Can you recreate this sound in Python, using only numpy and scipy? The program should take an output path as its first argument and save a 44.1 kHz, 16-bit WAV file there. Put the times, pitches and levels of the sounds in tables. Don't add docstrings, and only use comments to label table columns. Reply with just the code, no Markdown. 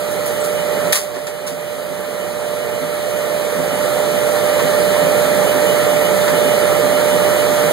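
import sys
import numpy as np
from scipy import signal
from scipy.fft import rfft, irfft, next_fast_len
from scipy.io import wavfile
from scipy.ndimage import uniform_filter1d, minimum_filter1d, map_coordinates

SR = 44100
rng = np.random.default_rng(int(sys.argv[2]) if len(sys.argv) > 2 else 0)


def master_out(mix):
    frames = np.transpose(np.atleast_2d(mix))
    ceiling = np.clip(frames, -1, 1)
    pcm = np.round(ceiling * 32767).astype(np.int16)
    wavfile.write(sys.argv[1], SR, pcm)


N = 340452
TIME_S = np.arange(N) / SR
SIDE = np.array([[1], [-1]])

MESH_HZ = 596.18
# multiple, left_db, right_db, left_lag_rad
MESH_HARMONICS = [(1, -22.5, -16.6, .8), (2, -40, -47.5, .7), (3, -49, -39, -1.7), (4, -45, -44, -2.1),
                  (5, -46, -38, 1.9), (6, -54, -43.5, 2.8), (7, -53, -55, .8), (8, -60, -52, -.4)]
def gear_whine():
    mesh_phase = 2 * np.pi * MESH_HZ * TIME_S + 0.03 * wobble(8.1)
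    out = np.zeros((2, N))
    for k, left_db, right_db, lag in MESH_HARMONICS:
        phase = k * mesh_phase + 0.1 * (k - 1) * wobble(30) + 2 * np.pi * rng.random()
        waver_db = 0.42 * wobble(4.15) + 2 * np.sqrt(k - 1) * wobble(22)
        out += np.sqrt(2) * amp(waver_db) * amp([[left_db], [right_db]]) * np.sin([phase - lag, phase])
    return out


# start_s, level_db, rise_s, tilt_db_per_octave
CLACKS = [(.105, -22.5, 0.0082, 4), (.256, -18.5, 0.0062, 4), (.437, -19.5, 0.0077, 2),
          (0.9232, -10, 0.0009, -0.5), (0.929, -4, 0.002, -1), (.941, -10, 0.0028, 0),
          (0.9538, -4.5, 0.0008, 0), (1.14, -15.5, 0.019, -6.5), (1.268, -16, 0.0016, -3),
          (1.465, -13, 0.0054, -2), (4.59, -24.5, 0.0044, -7.5), (6.277, -24.5, 0.0023, -8.5)]
# pitch_hz, width_hz, level_db
STEEL_MODES = [(1160, 60, -0.5), (1855, 63, 5), (3620, 50, -24.5), (6200, 86, -6.5), (7400, 50, -3),
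               (9600, 180, -2.5), (10650, 470, 4.5)]
def linkage_clacks(crack_db=-2.5, crack_t60_s=0.016):
    out, t = np.zeros((2, N + SR)), np.arange(SR // 2) / SR
    for start_s, level_db, rise_s, tilt_db in CLACKS:
        def colour(hz):
            tilt = amp(tilt_db * np.log2((hz + 300) / 6000))
            band = 1 / (1 + (hz / 14000) ** 6) / (1 + (700 / (hz + 1)) ** 2)
            return tilt * band * (1 + np.abs(resonances(STEEL_MODES, hz)))
        rattle = filtered(rng.standard_normal((2, len(t))), colour)
        rattle_t60_s = 0.28 * 2 ** (level_db / 44)
        decay = amp(-60 * t / rattle_t60_s) + amp(crack_db - 60 * t / crack_t60_s)
        onset = 1 - np.exp(-t / rise_s)
        out[:, round(start_s * SR):][:, :len(t)] += amp(level_db) * onset * decay * rattle
    return out[:, :N] * amp(2 * wobble(500))


# start_s, level_db, brightness_db_per_octave
THUDS = [(.83, -15, -6), (1.155, -23, 31), (1.511, -11.5, 4), (1.77, -21, 10), (1.9, -13, 2),
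         (2.81, -11, 6), (3.58, -10, 4), (3.71, -14.5, 5), (4.111, -22, -2), (4.63, -11.5, 4),
         (5.01, -15.5, 4), (5.24, -20, 12), (5.541, -16.5, 16), (5.919, -17, 9), (6.309, -15, 5),
         (6.445, -13.5, 7.5), (6.829, -17, 11), (6.919, -18.5, 15), (7.119, -17, 14), (7.48, -17, 9),
         (7.649, -17.5, -15)]
# pitch_hz, level_db, t60_s
DECK_MODES = [(165, 2.5, 0.24), (265, -1, 0.2), (310, -8, 0.086), (384, -13, 0.16)]
def pin_thuds(rise_s=0.01, lean_left_db=3):
    out, t = np.zeros((2, N + SR)), np.arange(SR // 2) / SR
    onset = 1 - np.exp(-t / rise_s)
    for start_s, level_db, bright_db in THUDS:
        ring = sum(amp(db + bright_db * np.log2(hz / 200) - 60 * t / t60) * np.sin(2 * np.pi * hz * t)
                   for hz, db, t60 in DECK_MODES)
        out[:, round(start_s * SR):][:, :len(t)] += amp(level_db + SIDE * lean_left_db / 2) * onset * ring
    return out[:, :N]


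def pivot_squeak(start_s=0.4, pitch_hz=7980, settle_s=0.005, rise_s=0.0038, hold_s=0.022, t60_s=0.073):
    t = np.maximum(TIME_S - start_s, 0)
    hz = pitch_hz + 344 * np.exp(-t / settle_s) + 110 * wobble(290)
    phase = 2 * np.pi * np.cumsum(hz) / SR
    fade_db = -60 * np.maximum(t - hold_s, 0) / t60_s
    envelope = amp(-24 + fade_db + 4.5 * wobble(143)) * (1 - np.exp(-t / rise_s))
    return envelope * np.sin([phase, phase + 1.1])


# frequency_hz, density_db
ROAR_SPECTRUM = [(30, -63), (50, -60), (75, -56), (115, -49), (165, -45), (190, -44.5), (220, -50.5),
                 (264, -49.5), (310, -51.5), (480, -45.5), (640, -51), (1020, -59.5), (1600, -56.5),
                 (2300, -57)]
# frequency_hz, coherence, left_lag_rad, left_minus_right_db
ROAR_ARRIVAL = [(60, .85, -.1, -4), (115, .8, -.08, -4.6), (165, .97, -.18, -1.2), (264, .96, -.06, -1.6),
                (310, .91, .13, -3.1), (480, .96, .58, -3.2), (640, .8, .82, -4.3), (800, .72, .98, -2.4),
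                (1100, .62, 1.25, .8), (1600, .6, 3.4, 0), (2300, .3, 5, -.8), (2600, .6, 6.2, 0)]
def machine_roar():
    freqs, density_db = np.transpose(ROAR_SPECTRUM)
    port_hz, coherence, lag, lean_db = np.transpose(ROAR_ARRIVAL)
    shared, *own = patchy_noise(depth_db=0.76)
    def colour(hz):
        level_db = along(hz, freqs, density_db) + SIDE * along(hz, port_hz, lean_db) / 2
        return amp(level_db) / (1 + (hz / freqs[-1]) ** 8)
    share = lambda hz: along(hz, port_hz, coherence)
    phase_shift = lambda hz: np.exp(-.5j * SIDE * along(hz, port_hz, lag))
    direct = filtered(shared, lambda hz: colour(hz) * np.sqrt(share(hz)) * phase_shift(hz))
    diffuse = filtered(np.array(own), lambda hz: colour(hz) * np.sqrt(1 - share(hz)))
    return direct + diffuse


# pitch_hz, width_hz, band_level_db
FRAME_MODES = [(192.6, 6.3, -36.5), (478.2, 15, -32.5), (498, 36, -40), (537, 8.1, -38.5),
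               (658.5, 11, -43.5), (710, 31, -55), (781, 4.2, -43), (862, 12, -44), (1238, 22, -46),
               (1316.5, 40, -36), (1364, 18, -45), (1395, 6.3, -50), (1504, 5.8, -61), (1586, 38, -58),
               (1887, 33, -38), (2070, 5.2, -53), (3900, 400, -43.5)]
def frame_hum(left_delay_s=0.00022):
    bands = [(hz, width, db - 10 * np.log10(width)) for hz, width, db in FRAME_MODES]
    shared, *own = patchy_noise(depth_db=1.7)
    late = np.pad(shared, (round(left_delay_s * SR), 0))[:N]
    drive = 0.81 * np.array([late, shared]) + 0.35 * np.array(own)
    return filtered(drive, lambda hz: resonances(bands, hz)) * amp(-SIDE)


# frequency_hz, density_db
HISS_SPECTRUM = [(2300, -70.5), (2900, -64), (3300, -64.5), (3800, -68), (4600, -72.5), (5300, -75),
                 (6200, -70), (7500, -71), (8300, -66), (9000, -69), (10300, -67.5), (11800, -67.5),
                 (13100, -74.5), (14400, -72), (15400, -77.5)]
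# frequency_hz, coherence
HISS_COHERENCE = [(2600, .6), (3000, .55), (3500, .1), (4100, 0), (5300, .2), (6900, 0), (8300, .3),
                  (9700, .02), (11000, .2), (12400, 0)]
def belt_hiss():
    freqs, density_db = np.transpose(HISS_SPECTRUM)
    colour = lambda hz: amp(along(hz, freqs, density_db)) / (1 + (freqs[0] / (hz + 1)) ** 8)
    share = lambda hz: along(hz, *np.transpose(HISS_COHERENCE))
    shared, *own = patchy_noise(depth_db=0.99)
    direct = filtered(shared, lambda hz: colour(hz) * np.sqrt(share(hz)))
    diffuse = filtered(np.array(own), lambda hz: colour(hz) * np.sqrt(1 - share(hz)))
    tooth_pulse = 1 + 0.049 * np.sin(2 * np.pi * MESH_HZ * TIME_S)
    return (direct + diffuse) * tooth_pulse * amp(0.33 * wobble(2.88) + 0.2 * wobble(7.5))


def shaft_hum(turn_hz=57.5, left_db=-52, right_db=-40):
    strength = np.sqrt(2) * amp(0.84 * wobble(1.6))
    phase = 2 * np.pi * turn_hz * TIME_S + 0.3 * wobble(2)
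    return amp([[left_db], [right_db]]) * strength * np.sin(phase)


def amp(db):
    return 10 ** (np.asarray(db) / 20)


def along(hz, points, values):
    return np.interp(np.log(hz + 1), np.log(points), values)


def filtered(x, response):
    size = next_fast_len(x.shape[-1] + 8192)
    return irfft(rfft(x, size) * response(np.fft.rfftfreq(size, 1 / SR)), size)[..., :x.shape[-1]]


def resonances(modes, hz):
    return sum(amp(db) * 1j * hz * width / (pitch ** 2 - hz ** 2 + 1j * hz * width)
               for pitch, width, db in modes)


def wobble(rate):
    return map_coordinates(rng.standard_normal(int(N * rate / SR) + 4), [TIME_S * rate])


def patchy_noise(depth_db):
    spectra = signal.stft(rng.standard_normal((3, N)), nperseg=512)[2]
    patches = uniform_filter1d(rng.standard_normal(spectra.shape[1:]), size=5, axis=0)
    patches = uniform_filter1d(patches, size=9, axis=1)
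    noise = signal.istft(spectra * amp(depth_db * patches / patches.std()), nperseg=512)[1][:, :N]
    return noise / noise.std() * np.sqrt(SR / 2)


def scene():
    steady = machine_roar() + belt_hiss() + gear_whine() + shaft_hum() + frame_hum()
    return steady + linkage_clacks() + pivot_squeak() + pin_thuds()


def gain_control(x, start_db=-7, limit_db=-7.5, deepest_db=-12, hold_s=0.37, climb_db_per_s=3.5):
    def average(values, seconds):
        n = round(seconds * SR)
        return signal.fftconvolve(values, np.ones(n) / n)[:N]
    power = average(np.mean(x ** 2, axis=0), seconds=0.002014)
    excess_db = np.maximum(10 * np.log10(np.abs(power) + 1e-12) - limit_db, 0)
    allowed_db = np.maximum(5 - 6 * excess_db, deepest_db)
    hold = round(hold_s * SR)
    held_db = minimum_filter1d(allowed_db, hold, origin=(hold - 1) // 2, mode="nearest")
    held_db[0] = start_db
    climb_db = climb_db_per_s * TIME_S
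    gain_db = climb_db + np.minimum.accumulate(held_db - climb_db)
    gain_db = -0.8 * np.logaddexp(0, -gain_db / 0.8)
    return x * amp(start_db + average(gain_db - start_db, seconds=0.007))


def record(dry, delay_samples=16, top_hz=15750):
    opposite = np.pad(dry[::-1], ((0, 0), (delay_samples, 0)))[:, :N]
    aimed = (dry - 0.9 * opposite) * amp(-0.75 * SIDE)
    levelled = gain_control(aimed)
    soft_clipped = levelled / (1 + np.abs(levelled) ** 8) ** (1 / 8)
    return filtered(soft_clipped, lambda hz: hz < top_hz)


dry = scene()
out = record(dry)
master_out(out)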